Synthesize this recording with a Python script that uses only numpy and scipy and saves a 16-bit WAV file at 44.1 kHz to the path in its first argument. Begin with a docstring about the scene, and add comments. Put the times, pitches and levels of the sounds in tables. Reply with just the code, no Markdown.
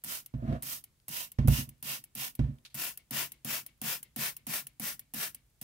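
"""Quick, hissing pulls of a trigger bottle, nearly three a second, mist moss in a plastic tub close to the microphone.
Each pull spits, thumps in the pump, swells to a hiss of droplets, spits as the valve shuts and sucks water back.
Jet and droplets are shaped noise driven by pump pressure; pump, tub and a rubbed panel are struck modes.
The tub is bumped a few times and booms; its near walls comb the hiss, differently for each aim of the nozzle."""
import sys
import numpy as np
from scipy import signal
from scipy.fft import rfft, irfft
from scipy.io import wavfile

SR = 44100
rng = np.random.default_rng(int(sys.argv[2]) if len(sys.argv) > 2 else 0)


def int16_out(signal):
    """Quantize to a 16-bit WAV file."""
    q = np.round(np.clip(np.atleast_2d(signal).T, -1, 1) * 32767)
    wavfile.write(sys.argv[1], SR, q.astype(np.int16))


N = 248264
TIME = np.arange(N) / SR

# trigger pulls: (time [s], let go [s], mist level [dB], patter on the moss over the mist [dB],
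#                 second spit level [dB], pump thump level [dB], hollow that the patter rings [Hz])
PULLS = [(0.0375, 0.26, -36, -2.5, -30, -52, 1327), (0.6229, .839, -35.5, -4.5, -29, -56, 1300),
         (1.081, 1.317, -35.5, -1.5, -32.5, -64, 2730), (1.474, 1.69, -33.5, -0.8, -25, -32, 2670),
         (1.826, 2.039, -35, 1, -43, -52, 2680), (2.1507, 2.3512, -35.5, -0.4, -42, -51.5, 2480),
         (2.7431, 2.9735, -35.5, 0, -29, -52, 2750), (3.108, 3.3186, -33.5, 3, -53, -40.5, 1960),
         (3.4465, 3.6626, -34, 2, -43.5, -39.5, 2510), (3.8148, 4.0283, -33.5, 1.5, -43, -39, 1960),
         (4.161, 4.3654, -33, 1, -43.5, -38, 2090), (4.4672, 4.668, -34, 0.2, -47, -40, 2300),
         (4.7968, 4.993, -35, -1.1, -57, -40, 2020), (5.1366, 5.3458, -35, 0.9, -29, -41.5, 1750),
         (5.613, 5.82, -37.5, -2.5, -47.5, -49, 2010)]
# aims of the nozzle: (start [s], left minus right [dB], hollow level [dB], closing spit level [dB],
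#                      suction level [dB])
AIMS = [(0, -.5, -5.5, -36.5, -68), (2.6, 3, -10, -32.5, -59), (4.1, 3.5, -6.5, -31.5, -62.5)]


def undb(db):
    """Decibels to gain."""
    return 10 ** (np.asarray(db) / 20)


def pan(db):
    """Gains of the two channels for a left minus right level."""
    return undb(np.array([[db], [-db]]) / 2)


def add(out, s, sound):
    """Mix a sound in from time s."""
    start = max(int(s * SR), 0)
    part = sound[..., :max(N - start, 0)]
    out[:, start:start + part.shape[-1]] += part


def colour(x, points):
    """Filter by a (Hz, dB) spectrum, keeping the power of white noise."""
    hz, db = np.transpose(points)
    f = np.fft.rfftfreq(x.shape[-1], 1 / SR) + 1
    gain = undb(np.interp(np.log(f), np.log(hz), db))
    gain = gain * np.minimum(f / hz[0], 1) ** 2  # falls away under the first point
    return irfft(rfft(x) * gain / np.sqrt(np.mean(gain ** 2)), x.shape[-1])


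def lowpass(x, hz, order=2):
    """The part of a sound under hz, without delay."""
    sos = signal.butter(order, min(hz, .45 * SR), fs=SR, output="sos")
    return signal.sosfiltfilt(sos, x)


def highpass(x, hz):
    """The part of a sound over hz."""
    return signal.sosfilt(signal.butter(2, hz, "highpass", fs=SR, output="sos"), x)


def resonate(x, hz, width_hz):
    """One resonance, gain 1 at its centre."""
    return signal.lfilter(*signal.iirpeak(hz, hz / width_hz, fs=SR), x)


def fade(t, t60):
    """Exponential decay by 60 dB in t60 seconds."""
    return np.exp(-np.log(1000) * t / t60)


def at_ports(pair, alike_hz):
    """Two unrelated sounds become left and right: alike in the bass, unrelated in the treble."""
    f = np.fft.rfftfreq(pair.shape[-1], 1 / SR)
    alike = 1 / (1 + f / alike_hz)
    mid, side = irfft(rfft(pair) * np.sqrt([1 + alike, 1 - alike]), pair.shape[-1])
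    return np.array([mid + side, mid - side]) / np.sqrt(2)


def from_right(x):
    """A source on the right reaches the left port late."""
    port_lag_s = .00033
    t = TIME[:x.shape[-1]]
    return np.array([np.interp(t - port_lag_s, t, x[0]), x[1]])


def noise(points, size, alike_hz=900):
    """Stereo turbulence of a given spectrum."""
    return colour(at_ports(rng.standard_normal((2, size)), alike_hz), points)


def burst(points, rise_s, t60):
    """A puff of noise that rises linearly while it dies away."""
    t = TIME[:SR // 2]
    return noise(points, len(t)) * np.minimum(t / rise_s, 1) * fade(t, t60)


def ring(modes, contact_ms, build_cycles=0.76, lowest_hz=48):
    """Modes struck by a half-sine push; a longer contact is duller, and low modes take longer to build up."""
    t = TIME[:SR]
    push = np.sin(np.pi * np.minimum(t[:SR // 50] * 1000 / contact_ms, 1))
    body = np.zeros(len(t))
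    for hz, db, t60 in modes:
        build = 1 - np.exp(-t * hz / build_cycles)
        body += undb(db) * np.sin(2 * np.pi * hz * t) * fade(t, t60) * build
    body = signal.fftconvolve(body, push / push.sum())[:SR]
    return highpass(body, lowest_hz)


def near_walls(x, walls):
    """Each port hears the sound with its own few very early reflections."""
    f = np.fft.rfftfreq(x.shape[-1], 1 / SR)
    walls = np.array(walls)
    lag_s, share = walls[:, 0::2, None] / 1000, walls[:, 1::2, None]
    comb = 1 + np.sum(share * np.exp(-2j * np.pi * f * lag_s), axis=0)
    return irfft(rfft(x) * comb, x.shape[-1])


def aim_at(s):
    """Which aim the nozzle has at time s."""
    return sum(s >= row[0] for row in AIMS[1:])


def spit(tail_db=-12, tail_t60=0.055):
    """A drop bursts from the nozzle: a sharp snap and a short fizz."""
    # spectrum: (frequency [Hz], level [dB])
    spit_spectrum = [(300, -13), (800, -7.5), (1400, -13.5), (2100, -8), (2400, -12.5), (2800, -4),
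                     (3600, -11), (5500, -8.5), (7300, -8), (8600, -2), (11300, 5), (13000, 2.5),
                     (15500, 1.5), (16800, -9)]
    t = TIME[:SR // 10]
    decay = fade(t, t60=.016) + undb(tail_db) * fade(t, tail_t60)
    return noise(spit_spectrum, len(t)) * np.minimum(t / .002, 1) * decay


def quiet_room(level_db=-70.5):
    """Steady room noise, strongest in the bass."""
    # spectrum: (frequency [Hz], level [dB])
    room_spectrum = [(25, -11), (50, 5.5), (85, -2.5), (125, -0.5), (200, -12), (400, -18), (900, -23.5),
                     (2500, -24.5), (6000, -24.5), (9000, -23), (15500, -26.5)]
    return undb(level_db) * noise(room_spectrum, N, alike_hz=695)


def wet_moss(ticks_per_s=14, tick_db=-70, scatter_db=3):
    """Tiny ticks at random times as water settles in the moss."""
    out = np.zeros((2, N))
    times_s = np.cumsum(rng.exponential(1 / ticks_per_s, 100))
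    for s, size in zip(times_s, rng.standard_normal(100)):
        add(out, s, undb(tick_db + scatter_db * size) * spit())
    return out


def rub(level_db=-46, slips_per_s=600, scatter_db=3, rustle_db=-8):
    """Something rubs along the wall: dense uneven slips ring a stiff panel, with a dry rustle."""
    # stiff panel modes: (frequency [Hz], level [dB], t60 [s])
    panel_modes = [(520, -2, 0.069), (602, -2, 0.059), (649, 1, 0.08), (1083, -11, 0.027),
                   (1223, -7.5, 0.059), (1650, -6, 0.027), (2410, -18, 0.0076)]
    # rustle spectrum: (frequency [Hz], level [dB])
    rustle_spectrum = [(400, 0), (1200, 4), (2500, -5), (4000, -11), (7000, -20.5), (15000, -23)]
    start_s, swell_s, hold_s, lift_t60, swell_db = .335, 0.16, 0.069, 0.12, 27.5
    slips = rng.random((2, N)) < slips_per_s / SR
    slips = slips * undb(scatter_db * rng.standard_normal((2, N)))
    slips = at_ports(slips - slips.mean(), alike_hz=2500)
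    strike = ring(panel_modes, contact_ms=0.12, lowest_hz=350)
    panel = signal.fftconvolve(slips, strike[None], axes=1)[:, :N]
    sound = panel / panel.std() + undb(rustle_db) * noise(rustle_spectrum, N)
    # presses harder, holds and lifts off
    t = TIME - start_s
    swell = undb(swell_db * np.minimum(t / swell_s - 1, 0)) * (t > 0)
    lift = fade(np.maximum(t - swell_s - hold_s, 0), lift_t60)
    return from_right(sound) * undb(level_db) * swell * lift


def tub(rattle_db=-13):
    """Each bump booms in the thin walls, with a dull crack and a short rustle; the bottle in the hand ticks."""
    # bumps: (time [s], blow level [dB], contact time [ms], crack level [dB])
    bumps = [(.338, -25.5, 3.24, -44), (.353, -24.5, 5.7, -72), (.423, -31, 1.2, -73),
             (.440, -27.5, 1.9, -60.5), (0.477, -25.5, 2.7, -50), (0.49, -22.5, 2.6, -62),
             (0.525, -25, .7, -38), (1.386, -13, 4.43, -30), (1.446, -16.5, 3.24, -50.5),
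             (1.48, -7.5, 4.9, -26.5), (1.517, -27, 2.2, -58.5), (1.584, -25.5, 2.9, -71),
             (1.676, -41.5, 3.2, -68), (2.391, -19.5, 2.8, -32), (2.405, -15, 6.4, -60),
             (2.441, -25.5, 4.5, -46), (2.485, -26.5, 3.7, -59)]
    # wall modes: (frequency [Hz], level [dB], t60 [s])
    wall_modes = [(62.7, -1, 0.17), (94.4, 4, 0.075), (117.8, 0.5, 0.13), (136.1, 2, 0.16),
                  (168.5, 0, 0.069), (222.3, -1, 0.11), (242.3, -3.5, 0.17), (307, -11, 0.14),
                  (397, -20.5, 0.17), (548, -12.5, 0.082), (698, -21, 0.21)]
    # small plastic ticks from the bottle: (time [s], level [dB], t60 [s])
    bottle_ticks = [(.019, -69, 0.013), (1.0, -59, 0.01), (2.585, -57, 0.012), (2.65, -46.5, 0.1),
                    (2.66, -49, 0.055), (2.70, -66.5, 0.33)]
    # spectra: (frequency [Hz], level [dB])
    crack_spectrum = [(150, 8), (600, -3.5), (1000, -11), (2000, -14), (3500, -21), (6000, -28.5),
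                      (15000, -40.5)]
    tick_spectrum = [(300, -29), (1200, -11.5), (2500, -2), (4000, 2.5), (7000, -10.5), (11000, -11),
                     (15500, -19)]
    out = np.zeros((2, N))
    for s, db, contact_ms, crack_db in bumps:
        lowest_hz = np.interp(db, [-26, -20], [80, 48])  # only a hard blow bends the whole wall
        add(out, s, undb(db) * ring(wall_modes, contact_ms, lowest_hz=lowest_hz))
        crack = burst(crack_spectrum, rise_s=0.001, t60=0.055)
        rustle = burst(crack_spectrum, rise_s=0.0049, t60=0.42)
        add(out, s, undb(crack_db) * (crack + undb(rattle_db) * rustle))
    boom = lowpass(out, hz=100)
    out = from_right(boom * pan(db=-5.0) + (out - boom) * pan(db=-2.5))
    for s, db, t60 in bottle_ticks:
        add(out, s, undb(db) * burst(tick_spectrum, rise_s=0.00061, t60=t60))
    return out


def pump(rebound_s=0.025, rebound_db=-7, flow_db=-16):
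    """The piston meets the water and rebounds; the bottle hums on while the water flows."""
    # pump and bottle modes: (frequency [Hz], level [dB], t60 [s])
    pump_modes = [(143.3, -9, 0.36), (174.3, -6.5, 0.28), (219, 1, 0.16), (244.2, -1, 0.15),
                  (299.4, -28, 0.066), (520, -14.5, 0.086), (733, -7, 0.067)]
    # hum: (frequency [Hz], level [dB])
    flow_spectrum = [(110, -3.0), (140, 9.0), (180, -2), (235, -1.5), (330, -10.0), (600, -43.5),
                     (3000, -79.5)]
    out, t = np.zeros((2, N)), TIME[:SR // 2]
    thump = ring(pump_modes, contact_ms=0.89, lowest_hz=113) * pan(db=-5.5)
    for s, _, mist_db, _, _, thump_db, _ in PULLS:
        add(out, s + 0.0025, undb(thump_db) * thump)
        add(out, s + rebound_s, undb(thump_db + rebound_db) * thump)
        flow = noise(flow_spectrum, len(t), alike_hz=1542)
        flow = flow * np.minimum(t / 0.012, 1) * fade(t, t60=0.63)
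        add(out, s, undb(mist_db + flow_db) * flow)
    return out


def nozzle(open_db=6, again_s=0.0075, wheeze_hz=2200, wheeze_db=9):
    """At low pressure the nozzle spits twice as the valve opens, once as it shuts; the pump refills with a wheeze."""
    # spectrum: (frequency [Hz], level [dB])
    suction_spectrum = [(300, 11), (800, -2), (1500, -1), (2100, 6.5), (2450, 5), (2850, 9.5), (3800, 6),
                        (7000, -3.5), (11000, -1), (15500, -11)]
    out = np.zeros((2, N))
    for s, let_go_s, mist_db, _, second_db, *_ in PULLS:
        *_, shut_db, suck_db = AIMS[aim_at(s)]
        gap_s = again_s * rng.uniform(.8, 1.2)
        add(out, s, undb(mist_db + open_db) * spit())
        add(out, s + gap_s, undb(second_db) * spit() * pan(db=-1.5))
        last = spit()
        thin = last - 0.66 * lowpass(last, hz=1525)  # the last drop has little body
        add(out, let_go_s, undb(shut_db) * thin * pan(db=1.0))
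        suck = burst(suction_spectrum, rise_s=0.022, t60=0.18)
        pitch_hz = wheeze_hz * (1 + .03 * rng.standard_normal())
        suck = suck + undb(wheeze_db) * resonate(suck, pitch_hz, width_hz=150)
        add(out, let_go_s + 0.0057, undb(suck_db) * suck * pan(db=2.5))
    return out


def pressure(t, stroke_s, opening_db=-12, opening_s=.006, late_peak=1.108, arch_power=1.34, bleed_t60=.11):
    """The valve opens at a low pressure; the finger adds one smooth arch, and what is left bleeds away."""
    stroke = np.minimum(t / stroke_s, 1) ** late_peak
    arch = np.abs(np.sin(np.pi * stroke)) ** arch_power
    bleed = fade(np.maximum(t - stroke_s, 0), bleed_t60)
    return arch + undb(opening_db) * np.minimum(t / opening_s, 1) * bleed


def mist(droplet_db=-6, droplets_per_s=5000, flutter_db=0.97, split_hz=5000, patter_bend=1.18,
         patter_pan_share=.7, ease_off_s=0.048):
    """The jet hisses and its droplets patter on the moss; both follow the pressure in the pump."""
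    # spectrum: (frequency [Hz], level [dB])
    mist_spectrum = [(150, -15), (500.0, -9), (750.0, -8), (1100.0, -5.5), (1600.0, -3), (2200.0, -3),
                     (2800.0, -0.26), (3400.0, -2.5), (4200.0, -4.5), (5300.0, -2), (7000.0, -4),
                     (9500.0, -3), (13000.0, 1), (15600.0, 0.4)]
    # near walls for each aim: (left lag [ms], left share, right lag [ms], right share)
    first_walls = [(0.08, -0.085, 0.1, -0.17), (1, 0.11, 0.095, 0.2), (1, 0.2, 0.22, 0.093)]
    second_walls = [(0.13, 0.062, 0.254, 0.18), (0.25, -0.17, 0.076, 0.094), (0.485, -0.08, 0.415, 0.08)]
    third_walls = [(0.257, -0.19, 0.233, 0.28), (0.1, 0.14, 0.07, 0.21), (0.087, -0.12, 0.508, 0.25)]
    walls = first_walls, second_walls, third_walls
    out, t = np.zeros((2, N)), TIME[:2 ** 14]
    for s, let_go_s, db, moss_db, _, _, hollow_hz in PULLS:
        aim = aim_at(s)
        _, pan_db, hollow_db, *_ = AIMS[aim]
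        jet, sizes, wobble = rng.standard_normal((3, 2, len(t)))
        drops = sizes * (rng.random(jet.shape) < droplets_per_s / SR)
        drops = drops * np.sqrt(SR / droplets_per_s)  # same power as the jet
        spray = (jet + undb(droplet_db) * drops) / np.hypot(1, undb(droplet_db))
        spray = colour(at_ports(spray, alike_hz=1300), mist_spectrum)
        spray = near_walls(spray, walls[aim])
        if aim == 0:  # the first pulls land to the right
            spray = from_right(spray)
        # the far walls add a finer ripple, new for each pull
        far_walls = rng.uniform([1, .1, 1, .1], [5, .22, 5, .22], (4, 4))
        spray = near_walls(spray, far_walls)
        spray = spray + undb(hollow_db) * resonate(spray, hollow_hz, width_hz=250)
        wobble = lowpass(wobble[0], hz=90)
        # the finger eases off before the trigger is let go
        drive = pressure(t, let_go_s - s - ease_off_s)
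        drive = drive * undb(flutter_db * wobble / wobble.std())
        patter = lowpass(spray, split_hz)
        hiss = spray - patter
        # the patter needs fast droplets, so it swells more steeply than the hiss
        patter = patter * drive ** patter_bend * pan(patter_pan_share * pan_db)
        add(out, s, undb(db + moss_db) * patter)
        add(out, s, undb(db) * hiss * drive * pan(pan_db))
    return out


def reflections(x, wet_db=-14, t60=0.0128, room_db=-36, room_t60=0.63, room_hz=4000, lowest_hz=300):
    """Dense short echoes inside the tub and a faint, duller tail from the room."""
    t = TIME[:SR // 2]
    pairs = rng.standard_normal((2, 2, len(t)))
    inside, room = (at_ports(pair, alike_hz=1200) * (t > .002) for pair in pairs)
    inside = inside * fade(t, t60)
    inside = inside - lowpass(inside, lowest_hz)  # long waves pass through the thin walls
    room = lowpass(room, room_hz) * fade(t, room_t60)
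    tail = undb(wet_db) * inside / np.linalg.norm(inside[0])
    tail = tail + undb(room_db) * room / np.linalg.norm(room[0])
    return x + signal.fftconvolve(x, tail, axes=1)[:, :N]


def scene():
    """Bottle and tub over the quiet room."""
    sources = wet_moss() + rub() + tub() + pump() + nozzle() + mist()
    return quiet_room() + reflections(sources)


def record(dry):
    """The recorder cuts the top."""
    top_hz = 15700
    return signal.sosfilt(signal.ellip(10, .2, 70, top_hz, fs=SR, output="sos"), dry)


dry = scene()
out = record(dry)
int16_out(out)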